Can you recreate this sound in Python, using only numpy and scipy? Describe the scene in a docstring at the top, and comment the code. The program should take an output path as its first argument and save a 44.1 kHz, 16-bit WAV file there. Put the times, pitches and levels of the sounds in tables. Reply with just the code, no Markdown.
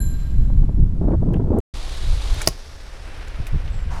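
"""A bicycle bell dies out among trees as tyres roll away and wind buffets the microphone.
The rider is an archer on a woodland path, heard from two places with a short silence between.
At the second the tyres hiss close by over grit, the bowstring swishes and snaps, and the arrow
cracks into a hollow target box, echoing off the trunks. The brake squeals and a tyre scrubs."""
import sys
import numpy as np
from scipy import signal
from scipy.fft import rfft, irfft
from scipy.io import wavfile
from scipy.ndimage import uniform_filter1d, map_coordinates

SR = 44100
rng = np.random.default_rng(int(sys.argv[2]) if len(sys.argv) > 2 else 0)


def transcribe(u):
    """Save the signal u as a 16-bit wav file named by the first command-line argument.

    u: samples, shape (n,) or (channels, n), limited to [-1, 1]; the rate is SR.
    q: integer samples, one column per channel.
    """
    v = np.clip(np.atleast_2d(u).T, -1, 1)
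    q = np.round(v * 32767).astype(np.int16)
    wavfile.write(sys.argv[1], SR, q)


N = 176400
T = np.arange(N) / SR
PAUSE_S = (1.603, 1.739)  # silence between the two microphone positions


def amp(db):
    """Decibels to gain."""
    return 10 ** (np.asarray(db) / 20)


def unit(x):
    """Scale to rms 1."""
    return x / np.sqrt(np.mean(x ** 2))


def curve(table, axis=1):
    """One column of a table, joined by straight lines in time."""
    rows = np.array(table)
    return np.interp(T, rows[:, 0], rows[:, axis])


def noise(colour):
    """Noise of a given spectrum, falling steeply beyond its ends."""
    hz, db = np.array(colour, float).T
    f = np.maximum(np.arange(N // 2 + 1) * SR / N, 1)
    ends = np.minimum(f / hz[0], 1) ** 2 * np.minimum(hz[-1] / f, 1) ** 4
    shape = amp(np.interp(np.log(f), np.log(hz), db))
    return unit(irfft(rfft(rng.standard_normal(N)) * ends * shape, N))


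def band(hz, width_hz):
    """Noise in one bell-shaped band."""
    f = np.arange(N // 2 + 1) * SR / N
    return unit(irfft(rfft(rng.standard_normal(N)) * np.exp(-2 * ((f - hz) / width_hz) ** 2), N))


def whistle(hz, width_hz):
    """A band of noise around a moving pitch."""
    phase = 2 * np.pi * np.cumsum(hz) / SR
    return band(0, width_hz) * np.cos(phase) + band(0, width_hz) * np.sin(phase)


def fade(start, decay):
    """Sudden start, exponential decay."""
    return (T >= start) * np.exp(-np.maximum(T - start, 0) / decay)


def ring(start, t60):
    """Sudden start, 60 dB down after t60."""
    return fade(start, t60 / np.log(1000))


def hump(middle, half_length):
    """A smooth rise and fall."""
    return np.exp(-.5 * ((T - middle) / half_length) ** 2)


def steady(x, size):
    """Even out the slow swells of a noise."""
    return x / np.sqrt(uniform_filter1d(x ** 2, size) + 1e-9)


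def woods():
    """The faint hush of the woods all around."""
    colour = [(500, -0.5), (1100, -5.5), (2700, -20), (10500, -27.5), (15000, -38)]  # spectrum (frequency [Hz], level [dB])
    return amp(-56.5) * noise(colour)


def wind():
    """Rumble and flutter swell on the microphone; sharp gusts break into brighter eddies."""
    # spectra of the wind (frequency [Hz], level [dB])
    rumble_colour = [(12, 4.5), (30, 5.5), (55, -1), (85, -7.5), (130, -19.5), (220, -43), (450, -65.5)]
    flutter_colour = [(80, 0.5), (140, -1), (220, -10), (350, -23), (600, -39), (1200, -53)]
    eddy_colour = [(60, -12), (150, 2), (350, -0.5), (550, -11), (900, -20.5), (1400, -35.5), (2400, -58)]
    breeze = [(0, -16.5, -26.5), (.25, -20.5, -33.5), (.42, -15.5, -25.5), (.92, -20, -26.5),
              (1.1, -17, -20), (1.6, -21.5, -22), (1.74, -24.5, -63), (2.4, -25, -71), (2.68, -36.5, -62),
              (3.25, -30, -59), (3.7, -22, -39)]  # slow drift (time [s], rumble [dB], flutter [dB])
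    swells = [(0.398, 0.026, -15, -34), (0.59, 0.038, -13, -29.5), (0.821, 0.029, -11.5, -22),
              (2.108, 0.045, -15.5, -50), (2.317, 0.036, -18.5, -47), (3.4, 0.0082, -19.5, -27),
              (3.55, 0.015, -11, -22)]  # soft buffets (middle [s], half length [s], rumble [dB], flutter [dB])
    gusts = [(0.496, 0.011, -31.5), (0.623, 0.021, -29), (.69, 0.011, -27.5), (1.011, 0.053, -23.5),
             (1.072, 0.026, -19), (1.106, 0.049, -20.5), (1.219, 0.016, -23), (1.256, 0.12, -25),
             (1.393, 0.0327, -23), (1.434, 0.071, -30), (1.503, 0.095, -19), (3.54, 0.012, -33.5)]  # sharp buffets (start [s], length [s], level [dB])
    rumble, flutter = amp(curve(breeze)), amp(curve(breeze, axis=2))
    for s, half_length, rumble_db, flutter_db in swells:
        rumble += amp(rumble_db) * hump(s, half_length)
        flutter += amp(flutter_db) * hump(s, half_length)
    gate = sum(amp(db) * np.clip(np.minimum(T - s, s + length - T) * SR, 0, 1) for s, length, db in gusts)
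    eddies = steady(noise(eddy_colour) * amp(3.5 * band(0, 160)), size=1000)
    eddies *= uniform_filter1d(gate, size=200)
    crackle = amp(-40) * hump(1.123, 0.0025) * band(1200, 1200)  # at the peak of a hard gust
    rumble *= steady(noise(rumble_colour), size=3500)
    flutter *= steady(noise(flutter_colour), size=2500)
    return crackle + rumble + flutter + eddies


def clack():
    """A dry wooden clack far off rattles in broad resonances."""
    blows = [(1.336, -8.5), (1.342, -0.5), (1.362, -10)]  # clack and rattle (time [s], gain [dB])
    modes = [(1690, -36.5, 0.017), (2580, -42.5, .04), (3150, -44.5, 0.03)]  # the wood's modes (frequency [Hz], level [dB], t60 [s])
    return sum(band(hz, width_hz=600) * sum(amp(db + blow_db) * ring(s, t60) for s, blow_db in blows)
               for hz, db, t60 in modes)


def ticks():
    """Short dry ticks, each with its own brightness."""
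    bursts = [(1.3357, -49, 0.0028, 11000), (1.381, -56, .003, 8000), (1.5878, -36, 0.00055, 8200),
              (2.462, -35, .0032, 12000), (3.283, -41.5, .0015, 7500), (3.468, -39, 0.0085, 9000),
              (3.468, -36, .0054, 2630), (3.678, -38, .0022, 3000)]  # ticks and knocks (time [s], level [dB], decay [s], centre [Hz])
    return sum(amp(db) * fade(s, decay) * band(hz, hz * 0.98) for s, db, decay, hz in bursts)


def path_reflection(x):
    """The path mirrors the sound; the short delay cuts a dip that climbs as the bicycle moves on."""
    dip = [(2.7, 2900), (3.0, 4100), (3.3, 6400)]  # lowest dip (time [s], frequency [Hz])
    strength = amp(-18.5)
    late = T - .5 / curve(dip)
    mirrored = map_coordinates(x, [late * SR], mode="mirror")
    return (x + strength * mirrored) / np.hypot(1, strength)


def tyres():
    """Tread hisses and grit pops on the path: bright on the approach, duller once past."""
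    # tread rolling away, then coming near (time [s], level [dB])
    away_level = [(0, -54.5), (.25, -53), (.5, -58), (.8, -65), (1.6, -65)]
    near_level = [(1.74, -40), (1.95, -38.5), (2.15, -38.5), (2.33, -36.5), (2.44, -35.5), (2.5, -45),
                  (2.6, -59), (2.9, -87)]
    past_level = [(2.56, -48, -47), (2.7, -48.5, -48), (3.2, -43, -50), (3.75, -46, -53.5)]  # past the microphone (time [s], middle [dB], treble before trim [dB])
    # spectra of tread and grit (frequency [Hz], level [dB])
    away_colour = [(300, 6.5), (1500, 0), (3300, -2.5), (6000, -9.5), (10000, -15), (15000, -24)]
    near_colour = [(200, -0.5), (400, 1), (1000, -2), (1700, -6), (2800, -5.5), (3800, -1.5), (5300, -8),
                   (10800, -18), (15500, -44)]
    middle_colour = [(100, -2.5), (250, 2), (550, 2.5), (1000, -2), (1600, -0.5), (2700, -4), (4000, -12),
                     (7000, -43)]
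    treble_colour = [(2000, -17), (3500, 5), (5500, 4.5), (6800, -3.5), (10000, -7), (12500, -15.5),
                     (15500, -32)]
    grit_colour = [(5000, -8), (10000, -8), (15500, -21)]
    grains_per_s, treble_trim_db, past_from_s = 140, -2.5, 2.45
    away = amp(curve(away_level)) * noise(away_colour)
    grains = (rng.random(N) < grains_per_s / SR) * rng.exponential(size=N)
    grit = amp(-22) * unit(uniform_filter1d(grains, size=60) * noise(grit_colour))
    near = amp(curve(near_level)) * (noise(near_colour) + grit)
    middle = amp(curve(past_level)) * noise(middle_colour)
    treble = amp(treble_trim_db + curve(past_level, axis=2)) * (noise(treble_colour) + grit)
    past = path_reflection(middle + treble) * (T > past_from_s)
    uneven = amp(0.96 * band(0, 120))
    return uneven * np.where(T < PAUSE_S[0], away, near + past)


def bell():
    """The receding bell wavers as its paths beat; echoes from trees ahead come back higher in pitch."""
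    modes = [(1588, -58.5, 2.1), (4040, -56.5, 1.6), (7240, -43, 0.45), (7320, -48.5, 0.85),
             (11260, -41.5, 0.36), (11120, -61.5, 0.91)]  # modes heard from behind (frequency [Hz], level [dB], t60 [s])
    echo_shift = 0.035  # fraction of the pitch
    out = 0
    for hz, db, t60 in modes:
        tone = np.sqrt(2) * np.sin(2 * np.pi * (hz * T + rng.random()))
        waver = 1.08 * band(hz, width_hz=60)
        echoes = band(hz * (1 + echo_shift / 2), hz * echo_shift)
        early, late = amp(db - 3) * ring(0, t60=0.36), amp(-61) * ring(0, t60=2)
        out += amp(db) * ring(0, t60) * (tone + waver) + echoes * (early + late)
    return out


def braking():
    """A thin squeal from the brake, then the tyre scrubs on the path."""
    brake = [(3.66, 7600, -82), (3.73, 7740, -60.5), (3.83, 7600, -58.5), (3.91, 7600, -83)]  # squeal (time [s], pitch [Hz], level [dB])
    skid_colour = [(150, -12.5), (500, -3), (950, 5.5), (1500, -6), (3000, -18.5), (6000, -17.5),
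                   (10500, -28.5), (14000, -38.5)]  # spectrum of the scrub (frequency [Hz], level [dB])
    skid_s, rise_s = 3.9, 0.02
    squeal = amp(curve(brake, axis=2)) * whistle(curve(brake), width_hz=150) * (T > brake[0][0])
    skid = amp(-36.5) * np.clip((T - skid_s) / rise_s, 0, 1) * noise(skid_colour)
    return squeal + skid


def release():
    """The string speeds up with a rising swish and snaps as the arrow leaves."""
    snaps = [(2.415, -30, .0015), (2.418, -23, 0.0036), (2.4285, -30, .0018)]  # string and shaft passing the bow (time [s], level [dB], decay [s])
    snap_colour = [(500, -4), (2000, 1), (4200, -6), (5800, 4), (9000, 5.5), (11500, 2), (15500, -21)]  # their spectrum (frequency [Hz], level [dB])
    peak_s, rise_s, fall_s = 2.417, 0.0079, 0.0025
    top_hz, climb_hz_per_s = 1894, 44500
    since = T - peak_s
    swell = np.exp(-np.abs(since) / np.where(since < 0, rise_s, fall_s))
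    pitch = np.clip(top_hz + climb_hz_per_s * since, top_hz / 2, top_hz)
    swish = amp(-27) * swell * whistle(pitch, width_hz=820)
    return swish + noise(snap_colour) * sum(amp(db) * fade(s, decay) for s, db, decay in snaps)


def strike():
    """The point cracks through the face of the box and the shaft squeaks to a stop in a few jerks."""
    cracks = [(2.4743, -5, 0.0012), (2.4762, -12, 0.0008), (2.4755, -24.5, 0.0088), (2.4864, -16.5, .001)]  # the face cracks, crumbles, knocks back (time [s], level [dB], decay [s])
    crack_colour = [(200, 3.5), (660, 8), (850, 0), (2300, -4.5), (4000, -3.5), (6000, 4.5), (7100, 0),
                    (8800, -0.5), (13000, -4), (15500, -22)]  # its spectrum (frequency [Hz], level [dB])
    bites = [(2.4740, -5.5, 0.00029, 5000), (2.4746, 0, 0.00026, 5160), (2.4764, -2, 0.00022, 5500)]  # shaft squeaks (time [s], level [dB], half length [s], pitch [Hz])
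    out = steady(noise(crack_colour), size=100) * sum(amp(db) * fade(s, decay) for s, db, decay in cracks)
    for s, db, half_length, hz in bites:
        phase = 2 * np.pi * hz * (T - s)
        out += amp(db) * hump(s, half_length) * (np.sin(phase) + amp(-18) * np.sin(2 * phase))
    return out


def box():
    """The hollow thud of the target box: each blow rings all its modes."""
    thuds = [(2.4744, 0), (2.4872, -19)]  # the box takes the arrow, then knocks back (time [s], gain [dB])
    modes = [(109, -18, 0.108), (169, -19, 0.078), (381, -22.5, 0.066), (535, -15, 0.023),
             (625, -9.5, 0.031), (1087, -25, .06), (1900, -24.5, 0.04), (3610, -26, .02)]  # its modes (frequency [Hz], level [dB], t60 [s])
    return sum(amp(blow_db + db) * ring(s, t60) * np.sin(2 * np.pi * hz * (T - s))
               for s, blow_db in thuds for hz, db, t60 in modes)


def among_trees(x):
    """Add a thin scatter of echoes from the trunks."""
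    scatter = rng.standard_normal(N) * ring(0, t60=0.22)
    return x + amp(-21.5) * signal.fftconvolve(x, scatter / np.linalg.norm(scatter))[:N]


def scene():
    """The shot, the far clack, the bicycle, the wind and the woods at one mono microphone."""
    impacts = among_trees(release() + strike() + box() + clack())
    return (impacts + bell() + tyres() + braking() + ticks() + wind() + woods())[None]


def record(dry):
    """Each stretch fades in and out around the silence; overload on the hit, and a steep top cut."""
    heard = ((T > .003) & (T < PAUSE_S[0])) | ((T > PAUSE_S[1]) & (T < T[-1] - .003))
    fader = uniform_filter1d(1. * heard, size=100)
    top_cut = signal.ellip(8, .2, 70, 15900, fs=SR, output="sos")
    return signal.sosfilt(top_cut, np.clip(dry * fader, -1, 1))


dry = scene()
out = record(dry)
transcribe(out)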